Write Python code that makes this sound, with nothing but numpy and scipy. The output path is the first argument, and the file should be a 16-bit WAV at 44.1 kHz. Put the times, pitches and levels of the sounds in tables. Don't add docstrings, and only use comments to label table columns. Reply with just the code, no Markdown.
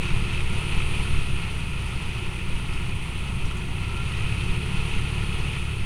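import sys
import numpy as np
from scipy import signal
from scipy.io import wavfile
from scipy.ndimage import uniform_filter1d

SR = 44100
rng = np.random.default_rng(int(sys.argv[2]) if len(sys.argv) > 2 else 0)


def generate_wav(sig):
    pcm = np.round(np.clip(np.atleast_2d(sig).T, -1, 1) * 32767).astype(np.int16)
    wavfile.write(sys.argv[1], SR, pcm)


def field_ratio(decibels):
    return 10 ** (np.asarray(decibels, dtype=float) / 20)


N = 257984


def rms_one(x):
    return x / np.sqrt(np.mean(x ** 2) + 1e-20)


def peak_one(x):
    return x / np.abs(x).max()


def in_time(rows):
    s, *columns = np.transpose(rows)
    return [np.interp(np.arange(N) / SR, s, c) for c in columns]


def drift(rate_hz):
    pole = np.exp(-80 * np.pi * rate_hz / SR)
    slow = signal.lfilter([1], [1, -2 * pole, pole * pole], rng.standard_normal(N // 40 + 2002))
    slow = slow[2000:]
    return np.interp(np.arange(N) / 40, np.arange(len(slow)), rms_one(slow))


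def swell(centre_s, half_s, db):
    return db * np.exp(-((np.arange(N) / SR - centre_s) / half_s) ** 2)


def band(x, low_hz, high_hz, order=2):
    return signal.sosfilt(signal.butter(order, [low_hz, high_hz], "band", fs=SR, output="sos"), x)


def coloured(spectrum, sources, patchy_db, patch_rate_hz, bells=()):
    hz, level_db = np.transpose(spectrum)
    out, together = 0, drift(patch_rate_hz / 2)
    edges_hz = 18 * 2 ** np.arange(0, 10, .5)
    for k, (low_hz, high_hz) in enumerate(zip(edges_hz, edges_hz[1:])):
        centre_hz = np.sqrt(low_hz * high_hz)
        if hz[0] * .8 < centre_hz < hz[-1] * 1.2:
            flicker_db = patchy_db * (0.23 * together + drift(patch_rate_hz))
            bell_db = sum(db * np.exp(-(np.log2(centre_hz / bell_hz) / 0.22) ** 2) for db, bell_hz in bells)
            band_db = np.interp(np.log(centre_hz), np.log(hz), level_db) + flicker_db + bell_db
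            out = out + field_ratio(band_db) * band(sources[k % 2], low_hz, high_hz)
    return out


def case(x):
    # f/Hz, width/Hz, gain/dB
    modes = [(349, 46, 11.5), (446, 108, 7), (610, 174, -3), (706, 20, 6), (824, 14, 3.5), (940, 56, 4),
             (1200, 41, -2.5), (1290, 70, 5.5), (1398, 84, 6.5), (1602, 196, -6.5), (1963, 23, 3),
             (2160, 43, 3.5), (2450, 300, 1.5), (2577, 314, 6)]
    for hz, width_hz, db in modes:
        w, a = 2 * np.pi * hz / SR, field_ratio(db / 2)
        damp = np.sin(w) * width_hz / hz / 2
        zeros = [1 + damp * a, -2 * np.cos(w), 1 - damp * a]
        poles = [1 + damp / a, -2 * np.cos(w), 1 - damp / a]
        x = signal.lfilter(zeros, poles, x)
    return x


def grit(per_s, spread_db):
    sizes = field_ratio(spread_db * np.minimum(rng.exponential(1, (2, N)), 5)) * rng.choice([-1, 1], (2, N))
    return rms_one(sizes * (rng.random((2, N)) < per_s / SR))


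def electronics():
    whine_hz, self_noise_db = 1966.75, -61
    # multiple, level/dB
    harmonics = [(3, -83), (4, -69), (6, -94), (7, -98), (8, -88)]
    t = np.arange(N) / SR
    whine = sum(field_ratio(db + 1) * np.sin(2 * np.pi * k * whine_hz * t) for k, db in harmonics)
    return whine + field_ratio(self_noise_db) * band(rng.standard_normal(N), 3000, 19000, order=1)


def hiss(effort_db, faster_hz):
    port_hz, port_width_hz = 9354, 1480
    level_db = -51.5 + 0.66 * effort_db + 0.14 * faster_hz + swell(centre_s=0.97, half_s=.15, db=3)
    source = rng.standard_normal(N) + 0.28 * grit(per_s=1200, spread_db=5)[0]
    port = band(source, port_hz - port_width_hz / 2, port_hz + port_width_hz / 2)
    return field_ratio(level_db + 1.0 * drift(48) + 0.46 * drift(4.3)) * rms_one(port)


def squeaks():
    # t/s, length/s, f/Hz, level/dB
    rubs = [
        (3.883, 0.053, 1340, -46),
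        (3.95, 0.093, 1376, -42),
        (4.088, 0.04, 1250, -47),
        (4.107, .1, 1926, -49),
        (0.09, 0.036, 2250, -40),
        (2.667, 0.07, 1290, -49),
    ]
    t, out = np.arange(N) / SR, 0
    flutter = field_ratio(2 * np.tanh(drift(40)))
    for s, length_s, hz, db in rubs:
        shape = np.sin(np.pi * np.clip((t - s) / length_s, 0, 1)).clip(0) ** .4
        out = out + field_ratio(db + 3) * shape * np.sin(2 * np.pi * hz * t)
    return out * flutter


def pings():
    # t/s, f/Hz, level/dB, t60/s
    parts = [
        (.538, 5890, -52, .05),
        (2.735, 5190, -49, .08),
        (3.455, 5750, -48, .09),
        (3.57, 6880, -51, .06),
        (3.57, 7700, -53, .05),
    ]
    t, crack = np.arange(N) / SR, band(rng.standard_normal(N), 4000, 9000)
    out = 0
    for s, hz, db, t60_s in parts:
        decay = field_ratio(db - 60 * np.maximum(t - s, 0) / t60_s) * (t >= s)
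        out = out + decay * (np.sin(2 * np.pi * hz * t) + 2.0 * crack)
    return out


def ticks():
    bright_db, decay_s = -19, .0022
    # t/s, peak level/dB
    knocks = [
        (0.1042, -16.5),
        (0.2369, -26),
        (0.3466, -18),
        (0.4045, -20),
        (0.82, -21),
        (3.5114, -20),
        (3.8337, -24),
        (4.6164, -28),
        (5.2305, -24),
    ]
    out, t = np.zeros(N + SR), np.arange(SR // 20) / SR
    for s, db in knocks:
        burst = rng.standard_normal(len(t)) * np.exp(-t / decay_s)
        dull = peak_one(case(band(burst, 1300, 3300, order=4)))
        bright = peak_one(band(burst, 4500, 9000))
        at = round(s * SR)
        out[at:at + len(t)] += field_ratio(db - 3.5) * (dull + field_ratio(bright_db) * bright)
    return out[:N]


def shake():
    swing = band(rng.standard_normal(N + SR), 4.05, 14.4)[SR:]
    even = swing / np.sqrt(uniform_filter1d(swing ** 2, size=SR // 5) + 1e-12)
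    return field_ratio(-32) * even


def bumps():
    rise_s, t60_s, hard_bump_db = 0.05, 0.63, -14.5
    mount_hz, thud_hz, thud_db = 10.3, 24.2, -9.5
    # t/s, peak level/dB, way (+1 lift, -1 drop)
    track = [(0.01, -26.5, -1), (.14, -17, -1), (.24, -23, 1), (.43, -22.5, 1), (.47, -24, -1),
             (.585, -23.5, -1), (0.786, -16, -1), (0.919, -22.5, 1), (0.999, -19.5, -1), (1.13, -18, -1),
             (1.18, -23, 1), (1.33, -25, -1), (1.65, -30, -1), (2.09, -33, -1), (2.29, -32, -1),
             (2.545, -20.5, 1), (2.71, -24.5, 1), (2.85, -24.5, 1), (3.3, -26.5, 1), (3.451, -20, -1),
             (3.59, -24, -1), (4.25, -23, 1), (4.33, -23, -1), (4.51, -21, 1), (4.79, -24, 1),
             (4.98, -23.5, 1), (5.119, -26.5, 1), (5.21, -24, -1), (5.43, -23.5, 1), (5.831, -28, 1)]
    t, jolt, swing = np.arange(N) / SR, 0, 0
    for s, db, way in track:
        rise = np.exp(-(np.minimum(t - s, 0) / rise_s) ** 2)
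        size = field_ratio(db - 60 * np.maximum(t - s, 0) / t60_s) * rise
        ring = np.cos(2 * np.pi * mount_hz * (t - s)) + field_ratio(thud_db) * np.cos(2 * np.pi * thud_hz * (t - s))
        jolt = np.maximum(jolt, size / field_ratio(hard_bump_db))
        swing = swing + np.sign(way) * size * ring
    return jolt, swing


def rumble(effort_db, jolt):
    # f/Hz, level/dB per Hz
    spectrum = [(25, -1.5), (50, -2.5), (100, 4.5), (170, -2), (250, -14), (400, -16.5), (600, -36),
                (900, -23)]
    level_db = -44.5 + 0.21 * effort_db + 5.5 * jolt
    noise = coloured(spectrum, rng.standard_normal((2, N)), patchy_db=1.5, patch_rate_hz=5.9)
    return field_ratio(level_db + 10.0) * rms_one(noise)


def shaft(hz, faster_hz, closed):
    level_db = -38.5 - 3.5 * closed - 0.3 * faster_hz
    return field_ratio(level_db + 2.5) * np.sin(2 * np.pi * np.cumsum(hz * (1 + 0.006 * drift(4.4))) / SR)


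def roar(roar_db, phase, closed):
    # f/Hz, level/dB per Hz
    spectrum = [(300, -5.5), (600, -9), (1000, -2.5), (1800, -3), (2800, 2), (4000, -10.5), (5500, -16.5),
                (8000, -21.5), (11000, -56)]
    # centre t/s, half length/s, gain/dB
    gravel = [
        (0.0, 0.4, 2),
        (3.55, 0.54, 8),
        (5.0, 0.24, 4.5),
    ]
    pulsing = (1 + 0.028 * np.cos(2 * phase) + 0.047 * np.cos(phase)) * field_ratio(0.55 * drift(6.4))
    source = (rng.standard_normal((2, N)) + 0.45 * grit(per_s=900, spread_db=3.0)) * pulsing
    drumming_db = sum(swell(*patch) for patch in gravel)
    bells = [(-3 * closed, 3300), (drumming_db, 850)]
    noise = coloured(spectrum, source, patchy_db=0.64, patch_rate_hz=29.0, bells=bells)
    return field_ratio(roar_db) * rms_one(case(noise))


def resonance_db(hz, centre_hz, width_hz, peak_db):
    return peak_db / (1 + (2 * (hz - centre_hz) / width_hz) ** 2)


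def engine(closed, jolt):
    # t/s, crank turns/Hz
    speed = [(0.0, 35.4), (.6, 36.4), (1.1, 36.3), (1.25, 35.6), (1.65, 31.3), (1.9, 30.3), (2.4, 29.6),
             (2.9, 30.3), (3.45, 30.3), (3.72, 30.2), (4.0, 33.4), (4.3, 34.9), (4.95, 36.8), (5.35, 36.4),
             (5.85, 34.0)]
    # multiple, full-throttle level/dB, loss when closed/dB, gain on a hard bump/dB
    low_orders = [(1, -36, 10, 10), (2, -33.5, 1, -2.2), (3, -35, 4.5, 3.2)]
    # multiple, full-throttle level/dB, loss when closed/dB
    upper_orders = [(1.5, -64, -24), (2.5, -46.5, 14), (4, -38.5, 19.5), (4.5, -48.5, 35), (5, -44.5, 6),
                    (5.5, -66, -22.5), (6, -61.5, -13.5), (9, -61, 18), (10, -57, 24), (11, -65, 4),
                    (12, -52.5, 17), (13, -63, -4)]
    turns_hz = in_time(speed)[0]
    phase = 2 * np.pi * np.cumsum(turns_hz * (1 + .004 * drift(5))) / SR
    out = 0
    for multiple, db, lost_db, bump_db in low_orders:
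        level_db = db + 3 - lost_db * closed + bump_db * jolt + 1.2 * drift(2.5)
        out = out - field_ratio(level_db) * np.cos(multiple * phase + .4 * drift(.8))
    for multiple, db, lost_db in upper_orders:
        exhaust_db = resonance_db(multiple * turns_hz, centre_hz=361.4, width_hz=22, peak_db=10.5)
        second_exhaust_db = resonance_db(multiple * turns_hz, centre_hz=169, width_hz=17, peak_db=3.5)
        level_db = db + 3 - lost_db * closed + exhaust_db + second_exhaust_db + 2.5 * np.tanh(drift(4))
        out = out - field_ratio(level_db) * np.cos(multiple * phase + rng.uniform(-.6, .6))
    return out, phase


def scene():
    # t/s, opening (0-1)
    throttle = [(0, 0.95), (.2, 0.96), (1.15, 0.91), (1.5, 0.48), (2.4, 0.11), (3.6, 0.07), (3.85, 0.86),
                (4.4, 1), (5.3, 0.95), (5.85, 0.78)]
    # t/s, roar level/dB
    effort = [(0, -37), (.04, -31.5), (.12, -34), (.45, -34.5), (.62, -33.3), (1.0, -34), (1.35, -35),
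              (1.6, -36.5), (2.15, -36.5), (2.45, -37), (3.0, -37.5), (3.75, -38), (4.05, -35.5),
              (4.4, -35.5), (4.85, -35.5), (5.4, -35.5), (5.85, -37)]
    # t/s, f/Hz
    road_speed = [(0, 120.5), (.3, 122), (.6, 130), (1.45, 132), (2.15, 119), (2.7, 123), (3.3, 124),
                  (3.6, 120), (4.25, 121.5), (5.35, 134.5), (5.85, 126)]
    closed = 1 - np.clip(in_time(throttle)[0], 0, 1)
    roar_db, shaft_hz = in_time(effort)[0], in_time(road_speed)[0]
    effort_db, faster_hz = roar_db - roar_db.mean(), shaft_hz - shaft_hz.mean()
    jolt, swing = bumps()
    tones, phase = engine(closed, jolt)
    air = hiss(effort_db, faster_hz) + roar(roar_db, phase, closed)
    loose_parts = squeaks() + pings() + ticks()
    frame = shake() + swing + rumble(effort_db, jolt) + shaft(shaft_hz, faster_hz, closed)
    return (electronics() + air + loose_parts + frame + tones)[None]


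def roll_off(x):
    return signal.sosfilt(signal.butter(12, 15640, fs=SR, output="sos"), x)


def record(dry):
    return roll_off(dry)


dry = scene()
out = record(dry)
generate_wav(out)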